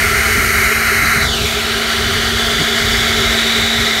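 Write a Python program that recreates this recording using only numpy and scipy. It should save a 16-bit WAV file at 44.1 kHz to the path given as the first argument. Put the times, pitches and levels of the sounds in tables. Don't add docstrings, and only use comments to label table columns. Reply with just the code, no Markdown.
import sys
import numpy as np
from scipy.fft import rfft, irfft
from scipy.io import wavfile
from scipy.ndimage import uniform_filter1d, map_coordinates

SR = 44100
rng = np.random.default_rng(int(sys.argv[2]) if len(sys.argv) > 2 else 0)


def wrap_up_sound(samples):
    columns = np.atleast_2d(samples).T
    tamed = np.clip(columns, -1, 1)
    steps = np.round(tamed * 32767).astype(np.int16)
    wavfile.write(sys.argv[1], SR, steps)


N = 176400
TIME = np.arange(N) / SR
HZ = np.maximum(np.arange(N // 2 + 1) * SR / N, 1)

# t/s, share of the way out, far echo delay/ms, near echo gain, far echo gain, level/dB
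MIC_MOVE = [(0, 0.26, .4, 0.51, 0.16, -.2), (.45, 0.23, 0.43, 0.69, 0.22, -.4),
            (.8, 0.1, 0.417, 0.75, 0.29, -0.24), (1.16, .1, .43, .8, .2, -.6),
            (1.23, .45, .46, .65, .15, -.6), (1.29, .8, .6, .75, .15, -1.6), (1.35, .88, .69, .7, .2, -2),
            (1.47, .9, .82, .33, .15, -1.5), (1.75, 0.76, 0.69, 0.24, .2, -0.16),
            (2.3, 0.92, 0.65, 0.17, 0.26, -0.04), (3, 1, .59, 0, 0.16, 1.15), (3.55, 1, 0.5, 0, 0.095, 0.4),
            (4, 1, 0.55, 0, 0.18, 0.8)]
# f/Hz, level in the chamber/dB, level at the mouth/dB
RUSH_COLOUR = [(520, -69, -61), (846, -70.5, -62.5), (1153, -57.5, -57.5), (1353, -47, -53.5),
               (1640, -49.5, -54.5), (2142, -41.5, -48), (2675, -57, -60.5), (3130, -54, -54.5),
               (3970, -58.5, -57.5), (4850, -66, -63), (6340, -58, -62), (7620, -69.5, -68),
               (8390, -60, -69.5), (10730, -62.5, -74), (12130, -61.5, -71.0), (14000.0, -71.5, -78),
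               (15500.0, -71, -79)]
# t/s, level/dB
TREBLE_RIDE = [(0, 0), (.5, 1), (.9, -3), (1.15, -2), (1.21, -2.5), (1.33, 1), (1.47, 4.5), (1.7, -2),
               (2.3, 0.5), (3.0, 1.7), (3.5, 1.3), (4, 1)]
FLUTTER_DB, FLUTTER_HZ, TREBLE_FROM_HZ = 0.48, 12, 6200


def air_rush():
    out_share, delay_ms, near_gain, far_gain, level_db = in_time(MIC_MOVE)
    ringing = chamber_ringing()
    turbulence = rng.standard_normal(N) * np.sqrt(SR / 2)
    turbulence *= from_db(FLUTTER_DB * noise(below(FLUTTER_HZ)))
    inside, mouth = [shaped(turbulence, colour * ringing) for colour in in_pitch(RUSH_COLOUR)]
    direct = (1 - out_share) * inside + out_share * mouth
    near_wall = near_gain * echo(direct, 0.34 * delay_ms, top_hz=4550)
    far_wall = far_gain * echo(direct, delay_ms, top_hz=6300)
    heard = direct + near_wall + far_wall
    body = shaped(heard, below(TREBLE_FROM_HZ))
    treble = from_db(in_time(TREBLE_RIDE)[0]) * (heard - body)
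    return from_db(level_db) * (body + treble)


# f/Hz, width/Hz, level/dB
STEEL_RESONANCES = [(664, 61, 9), (722, 74, 7.5), (789.4, 16.6, 10.5), (1348, 125, 4), (1620, 73, 4),
                    (2950, 103, 5.5), (3373, 61, 3), (3512, 54, 8), (3797, 87, 5), (3952, 110, 5.5),
                    (4330, 61, 5.5), (4585, 100, 9.5), (4810, 70, 4), (5310, 83, 5), (5900, 70, 1),
                    (6420, 60, 5), (6420, 114, -9.5), (7300, 60, 4.5), (8500, 160, 2.5), (9160, 200, -3.5),
                    (9200, 120, 4.5), (10380, 360, -3.5)]


def chamber_ringing():
    return from_db(sum(db / (1 + (2 * (HZ - hz) / width) ** 2) for hz, width, db in STEEL_RESONANCES))


def echo(x, delay_ms, top_hz, treble_kept=0.11):
    dulled = shaped(x, treble_kept + (1 - treble_kept) * below(top_hz))
    return map_coordinates(dulled, [np.arange(N) - delay_ms * SR / 1000], order=3, mode="nearest")


# t/s, f/Hz, level/dB
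GAP_SWOOP = [(0, 4310, -39), (.6, 4125, -41), (1.1, 4076, -33.5), (1.22, 4150, -31), (1.27, 3800, -28),
             (1.31, 3400, -28), (1.36, 2850, -30), (1.45, 2400, -29), (1.55, 2400, -35), (1.8, 3000, -46),
             (2.35, 3287, -28.5), (3, 3560, -33), (3.5, 3755, -27), (4, 3715, -30.5)]
# multiple of f, relative level/dB
GAP_PARTIALS = [(1, 3), (2.05, -13.5), (2.95, -14.5)]


def gap_ring(width_hz=530):
    hz, level_db = in_time(GAP_SWOOP)
    modes = sum(from_db(db) * gliding_band(k * hz, k * width_hz) for k, db in GAP_PARTIALS)
    return shaped(from_db(level_db) * modes, chamber_ringing())


# t/s, f/Hz, level/dB
MOTOR_RUN = [(0, 224.5, -31), (.65, 225, -29.5), (.8, 227, -29), (1.5, 227, -29.5), (2.2, 227.6, -27.5),
             (3.3, 227.9, -25), (3.84, 228, -25), (4, 219, -29.5)]
# multiple of f, relative level/dB
MOTOR_HARMONICS = [(1, -1), (2, -17), (4, -20.5)]


def motor_hum(waver_share=0.0022, waver_hz=7):
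    hz, level_db = in_time(MOTOR_RUN)
    waver = 1 + waver_share * noise(below(waver_hz))
    phase = 2 * np.pi * np.cumsum(hz * waver) / SR
    tone = sum(from_db(db) * np.sin(k * phase) for k, db in MOTOR_HARMONICS)
    return np.sqrt(2) * from_db(level_db) * tone


# t/s, level/dB
DRONE_RIDE = [(0.1, -27.5), (1.0, -28), (1.03, -35.5), (1.25, -27.5), (1.85, -28), (1.92, -39), (1.95, -27),
              (3.14, -28), (3.19, -21), (3.28, -29.5), (3.93, -28), (3.95, -30)]


def cavity_drone():
    drone = evened(noise(band(centre_hz=405.3, width_hz=42.4)), span_s=0.18)
    return from_db(in_time(DRONE_RIDE)[0]) * drone


# t/s, level/dB
GUSTS = [(0.0, -23), (0.67, -23), (0.69, -29), (1.1, -24.5), (1.14, -31), (1.27, -18.5), (1.38, -31),
         (1.44, -14.5), (1.47, -28), (1.93, -32.5), (2.07, -20), (2.1, -23.5), (2.62, -27.5), (2.78, -35),
         (2.84, -22.5), (3.02, -21.5), (3.04, -27.5), (3.26, -21.5), (3.53, -37), (3.62, -22),
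         (3.72, -36.5), (3.8, -21.5), (3.94, -41), (4.0, -25)]
# f/Hz, relative level/dB
RUMBLE_COLOUR = [(20, -27), (38, -9), (65, -4), (100, -9), (150, -17.5), (210, -26.5), (330, -31.5),
                 (700, -67)]
# t/s, level/dB
PUFF_HITS = [(.385, -21), (1.03, -22), (1.175, -22), (1.42, -46), (2.071, -30), (2.615, -18)]


def draught(puff_s=0.017):
    rumble = evened(noise(in_pitch(RUMBLE_COLOUR)[0]), span_s=0.16)
    puff_air = evened(noise(band(centre_hz=151, width_hz=224)), span_s=0.028)
    puff_envelope = sum(from_db(db) * np.exp(-.5 * ((TIME - s) / puff_s) ** 2) for s, db in PUFF_HITS)
    return from_db(in_time(GUSTS)[0]) * rumble + puff_envelope * puff_air


# t/s, f/Hz, level/dB
SIZZLE_GLIDE = [(0, 11900, -44), (.5, 12300, -37), (.8, 12060, -32), (1.15, 11640, -34), (1.2, 11500, -55),
                (1.5, 11500, -75)]


def chamber_sizzle():
    hz, level_db = in_time(SIZZLE_GLIDE)
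    return from_db(level_db) * gliding_band(hz, width_hz=1300)


# t/s, f/Hz, level/dB
SWISH_GLIDE = [(1.15, 8200, -70), (1.23, 7700, -39), (1.29, 7000, -32), (1.36, 6200, -35),
               (1.46, 5600, -32), (1.53, 5400, -38), (1.65, 5400, -70)]


def gap_overtone():
    hz, level_db = in_time(SWISH_GLIDE)
    return from_db(level_db) * gliding_band(hz, width_hz=700)


# t/s, level/dB
WHINE_RIDE = [(0, -39), (.6, -39), (1.3, -41), (2.5, -41), (4, -40.5)]


def whine():
    return from_db(in_time(WHINE_RIDE)[0]) * noise(band(centre_hz=6770, width_hz=21))


def from_db(db):
    return 10 ** (np.asarray(db) / 20)


def rms_one(x):
    return x / np.sqrt(np.mean(x ** 2) + 1e-20)


def in_time(rows):
    s, *columns = np.transpose(rows)
    return [np.interp(TIME, s, c) for c in columns]


def in_pitch(rows):
    hz, *columns = np.transpose(rows)
    return [from_db(np.interp(np.log(HZ), np.log(hz), c)) for c in columns]


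def shaped(x, gain):
    return irfft(rfft(x) * gain, N)


def below(top_hz):
    return 1 / (1 + (HZ / top_hz) ** 4)


def band(centre_hz, width_hz):
    return 1 / np.sqrt(1 + (2 * (HZ - centre_hz) / width_hz) ** 4)


def noise(gain):
    return rms_one(shaped(rng.standard_normal(N), gain))


def evened(x, span_s):
    return x / np.sqrt(uniform_filter1d(x ** 2, int(span_s * SR)) + 1e-6)


def gliding_band(hz, width_hz):
    phase = 2 * np.pi * np.cumsum(hz) / SR
    spread = below(width_hz / 2)
    return rms_one(noise(spread) * np.sin(phase) + noise(spread) * np.cos(phase))


def scene():
    machine = air_rush() + gap_ring() + motor_hum() + cavity_drone() + draught()
    return np.tile(machine + chamber_sizzle() + gap_overtone() + whine(), (2, 1))


def record(dry):
    low_cut_hz, top_cut_hz = 23, 15730
    low_cut = (1 - below(low_cut_hz)) ** 2
    top_cut = 1 / np.sqrt(1 + np.minimum(HZ / top_cut_hz, 1.1) ** 1200)
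    clipped = np.clip(shaped(dry, low_cut), -1, 1)
    return shaped(clipped, top_cut)


dry = scene()
out = record(dry)
wrap_up_sound(out)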